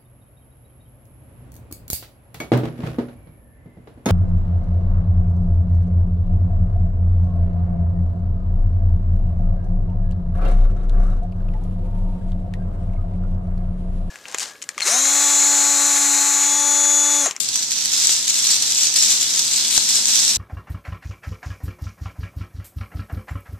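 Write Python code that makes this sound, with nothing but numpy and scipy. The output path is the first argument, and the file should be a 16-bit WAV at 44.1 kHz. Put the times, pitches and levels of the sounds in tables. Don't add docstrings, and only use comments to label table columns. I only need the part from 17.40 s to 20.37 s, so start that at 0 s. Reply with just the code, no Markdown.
import sys
import numpy as np
from scipy import signal
from scipy.fft import rfft, irfft
from scipy.io import wavfile

SR = 44100
rng = np.random.default_rng(int(sys.argv[2]) if len(sys.argv) > 2 else 0)


def transcribe(u):
    v = np.clip(np.atleast_2d(u).T, -1, 1)
    q = np.round(v * 32767).astype(np.int16)
    wavfile.write(sys.argv[1], SR, q)


def to_linear_factor(level_db):
    exponent = np.asarray(level_db, float) / 20
    return 10 ** exponent


N = 130977

# (frequency [Hz], density [dB per Hz])
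AIR_SPECTRUM = [(25, -23), (60, -14.5), (120, -5.5), (160, -2.5), (230, 2), (360, -1.5), (520, -7.5),
                (900, -3)]
# (frequency [Hz], level [dB rms])
HUM_TONES = [
    (118.4, -57),
    (220.7, -55.5),
]
# (time [s], peak [dB])
OVERLOAD_TICKS = [
    (0.6951, -7),
    (2.3774, -5),
    (2.3786, -4),
    (2.3812, -6),
    (2.588, -10),
]
# (frequency [Hz], gain [dB])
LEFT_PORT_COLOUR = [(540, -26), (1300, -22.5), (4000, -8), (6000, -4), (7500, 5), (9800, -5.5),
                    (12000, -8.5), (14100, -10.5)]
RIGHT_PORT_COLOUR = [(540, -31.5), (1300, -21.5), (4000, -8.5), (6100, 2.5), (7800, -9.5), (10000, -15),
                     (12000, -39), (14000, -43)]
# (time [s], level [dB], left over right [dB])
RAIN_COURSE = [(0.0, -25, 26.5), (0.06, -26.5, -10.5), (0.16, -18, 0.5), (0.3, -29, -5),
               (0.32, -13.5, -3.5), (0.35, -23.5, -5.5), (0.7, -14.5, 0.5), (0.76, -19.5, -2),
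               (1.1, -19, -0.5), (1.22, -24, -1.5), (1.45, -13, 0.5), (1.5, -24, -7), (1.57, -20, 1.0),
               (2.2, -18.5, -1.5), (2.39, -14, 4.5), (2.41, -19.5, -1), (2.83, -15, -1), (2.97, -22, 2)]
# (time [s], strength [dB], a lull below -10.5)
TOUCH_FLURRIES = [(0.0887, -13), (0.1575, -19), (0.3082, -16), (0.382, -10), (0.6704, -12), (0.904, -45),
                  (0.9628, -7), (1.0565, -6), (1.106, -2.5), (1.2235, 1.5), (1.322, -17), (1.4326, -15.5),
                  (1.5609, 10), (1.6237, -3), (1.706, -4), (1.811, -4), (1.9929, -9), (2.0842, -11),
                  (2.3306, -11), (2.3794, -47), (2.6559, -17), (2.744, -5), (2.7906, -20), (2.8784, -2.5)]
# (time [s], peak [dB], ring [Hz])
FREE_RINGERS = [(0.5394, -11, 5040), (0.5694, -14, 4170), (0.9428, -11, 5460), (0.9617, -13, 4230),
                (0.9976, -10, 5480), (1.0894, -9, 5720), (1.1394, -13, 5760), (1.3558, -12, 4100),
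                (1.6038, -7, 5490), (1.711, -10, 4390), (2.3494, -14, 5690), (2.4694, -15, 5470),
                (2.4894, -13, 4000), (2.5244, -14, 4130), (2.5894, -15, 4160), (2.7332, -10, 4010),
                (2.7594, -11, 4910), (2.7994, -10, 5000), (2.8994, -14, 5460)]
# (time [s], peak [dB], ring [Hz])
NEAR_LANDINGS = [(0.0034, -7, 7340), (0.0887, -6, 5160), (0.1575, -6, 5920), (0.3082, -8, 5640),
                 (0.3187, -8, 4070), (0.382, -11, 5870), (0.4504, -6, 5240), (0.4574, -6, 4560),
                 (0.6484, -6, 5920), (0.6704, -1, 7720), (0.9043, -4, 4160), (0.9428, -7, 5460),
                 (1.0705, -3, 6410), (1.1049, -4, 4180), (1.2231, -7, 5950), (1.3214, -6, 7470),
                 (1.4326, -3, 7260), (1.5404, -7, 6660), (1.5589, -6, 7240), (1.5864, -3, 6400),
                 (1.6234, -3, 5860), (1.706, -5, 7760), (1.8113, -7, 7320), (1.9929, -4, 5920),
                 (2.3775, 0, 6230), (2.4894, -7, 6830), (2.6559, -2, 7070), (2.7344, -6, 4010),
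                 (2.7911, -3, 6170), (2.8789, -4, 5620)]

TIME_S = np.arange(N) / SR


def rms_one(x):
    return x / np.sqrt(np.mean(x ** 2) + 1e-20)


def drift(rate_hz):
    r = np.exp(-80 * np.pi * rate_hz / SR)
    noise = rng.standard_normal(N // 40 + 2002)
    slow = signal.lfilter([1], [1, -2 * r, r * r], noise)[2000:]
    return np.interp(np.arange(N) / 40, np.arange(len(slow)), rms_one(slow))


def first_order(x, kind, cut_hz):
    return signal.sosfilt(signal.butter(1, cut_hz, kind, fs=SR, output="sos"), x)


def colour(x, points):
    hz, db = np.transpose(points)
    bin_hz = np.arange(4097) * SR / 8192
    log_gain = np.log(to_linear_factor(np.interp(np.log(bin_hz + 1), np.log(hz), db)))
    fold = np.r_[1, 2 * np.ones(4095), 1, np.zeros(4095)]
    impulse = irfft(np.exp(rfft(irfft(log_gain) * fold)))
    return signal.fftconvolve(x, impulse)[:N]


def room_air():
    level_db, likeness, pan_db, rise_db_per_s = -47, 0.89, -3.5, 1.5
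    hum_wobble_db = 2
    points = list(AIR_SPECTRUM) + [(2500, AIR_SPECTRUM[-1][1] - 25)]
    mid, side = [rms_one(colour(v, points)) for v in rng.standard_normal((2, N))]
    mid = np.sqrt((1 + likeness) / 2) * mid
    side = np.sqrt((1 - likeness) / 2) * side
    noise = to_linear_factor(level_db) * (mid + side * [[1], [-1]])
    hum = np.zeros(N)
    for hz, db in HUM_TONES:
        level = to_linear_factor(db + 4.5 + hum_wobble_db * drift(1.3))
        hum += level * np.sin(2 * np.pi * hz * TIME_S + .5 * drift(1.4))
    pan = np.array([[pan_db / 2], [-pan_db / 2]])
    return (noise + hum) * to_linear_factor(rise_db_per_s * (TIME_S - 1.5) + pan)


def overload_ticks():
    kicks = np.zeros(N)
    for s, db in OVERLOAD_TICKS:
        kicks[int(s * SR)] = -to_linear_factor(db) * 6
    return first_order(kicks, "low", 1800) * [[1], [0]]


def room_echo(x):
    t60_s, gap_s, alike_below_hz, wall_cut_hz = 0.61, .003, 2400, 7000
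    t = np.arange(SR // 2) / SR
    shared, *own = rng.standard_normal((3, SR // 2)) * to_linear_factor(-60 * t / t60_s) * (t > gap_s)
    tails = first_order(shared, "low", alike_below_hz) + first_order(np.array(own), "high", alike_below_hz)
    tails = first_order(tails, "low", wall_cut_hz)
    tails = tails / np.sqrt(np.sum(tails ** 2) / 2)
    return np.array([signal.fftconvolve(v, tail)[:N] for v, tail in zip(x, tails)])


def ring(clicks, hz, t60_s):
    r, w = to_linear_factor(-60 / (t60_s * SR)), 2 * np.pi * hz / SR
    return signal.lfilter([0, np.sin(w)], [1, -2 * r * np.cos(w), r * r], clicks + 1e-18)


def touches():
    touches_per_s, size_spread_db, rain_db = 1600, 1.5, -3.5
    clump_db, clump_hz = 2.18, 25.8
    flurry_share, flurry_s = 0.72, .02
    s, level_db, _ = np.transpose(RAIN_COURSE)
    swell_db = clump_db * drift(clump_hz)
    for at, db in TOUCH_FLURRIES:
        decay = np.exp(-np.maximum(TIME_S - at, 0) / flurry_s)
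        swell_db += flurry_share * (db + 10.5) * decay * (TIME_S > at)
    sizes = to_linear_factor(size_spread_db * np.minimum(rng.exponential(1, N), 2.8)) * rng.choice([-1, 1], N)
    clicks = sizes * (rng.random(N) < touches_per_s / SR)
    return rms_one(clicks) * to_linear_factor(np.interp(TIME_S, s, level_db) + swell_db + rain_db)


def stick_rain():
    crack_db, ring_db, ring_cycles = -0.5, -13.5, 30
    bend_db, bend_hz, bend_t60_s = -25, 4150, .025
    patch_db, patch_hz, port_lag_s = 2.5, 7, .00006
    clicks = touches()
    direction = rng.integers(0, 16, N)
    lags = np.round(rng.permutation(np.linspace(-1, 1, 16)) * port_lag_s * SR)
    out = np.zeros((4, 2, N))
    for k, hz in enumerate(np.geomspace(3500, 9500, 16)):
        mine = clicks * (direction == k) * to_linear_factor(patch_db * drift(patch_hz) - 3)
        sound = to_linear_factor(crack_db) * mine + to_linear_factor(ring_db) * ring(mine, hz, ring_cycles / hz)
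        if k % 4 == 0:
            sound = sound + to_linear_factor(bend_db) * ring(mine, bend_hz * (1 + 0.01 * (k - 6)), bend_t60_s)
        out[k // 2 % 4] += [sound, np.roll(sound, int(lags[k]))]
    s, _, pan_db = np.transpose(RAIN_COURSE)
    pan = np.interp(TIME_S, s, pan_db - pan_db.mean()) / 2
    return out * to_linear_factor(np.array([pan, -pan]))


def near_landings():
    landing_db, ring_db, ring_t60_s = 11, -23, .012
    bounce_s, bounce_loss_db = .0012, 6
    free_db, free_t60_s = -9, .035
    span = 2000
    out = np.zeros(N + SR)
    for s, db, hz in NEAR_LANDINGS:
        chance = rng.random(4)
        at_s = np.cumsum(np.r_[0, bounce_s * (.3 + 1.4 * chance[:3])])
        clicks = np.zeros(span)
        bounces = to_linear_factor(db + landing_db - bounce_loss_db * np.arange(4))
        clicks[(at_s * SR).astype(int)] = bounces * np.sign(chance - .5)
        start = int(s * SR)
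        out[start:start + span] += clicks + to_linear_factor(ring_db) * ring(clicks, hz, ring_t60_s)
    for s, db, hz in FREE_RINGERS:
        start = int(s * SR)
        out[start:start + span] += to_linear_factor(db + free_db) * ring(np.arange(span) == 0, hz, free_t60_s)
    return out[:N]


def ports(left, right):
    top = .82
    x = to_linear_factor(8.5) * np.array([colour(left, LEFT_PORT_COLOUR), colour(right, RIGHT_PORT_COLOUR)])
    x = top * x / (top ** 4 + x ** 4) ** (1 / 4)
    return signal.sosfilt(signal.butter(2, 130, "high", fs=SR, output="sos"), x)


def scene():
    echo_db = -3
    sticks = stick_rain() + near_landings() / 4
    left, right = sum(part + to_linear_factor(echo_db) * room_echo(part) for part in sticks)
    return ports(left, right) + room_air() + overload_ticks()


def treble_holes(x):
    from_hz, share, more_per_khz = 9300, .15, .16
    hz, _, z = signal.stft(x, SR, nperseg=1024)
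    luck = rng.random((40, z.shape[1] // 2 + 1))
    luck = np.repeat(np.repeat(luck, 13, axis=0), 2, axis=1)
    luck = luck[:len(hz), :z.shape[1]]
    lost = (hz > from_hz) * (share + more_per_khz * (hz - from_hz) / 1000)
    return signal.istft(z * (luck > lost[:, None]), SR, nperseg=1024)[1][:N]


def low_pass(x):
    return signal.sosfilt(signal.butter(12, 15480, fs=SR, output="sos"), x)


def record(dry):
    mix = signal.sosfilt(signal.ellip(12, .5, 70, 14150, fs=SR, output="sos"), dry)
    mix[1] = treble_holes(mix[1])
    return low_pass(mix)


dry = scene()
out = record(dry)
transcribe(out)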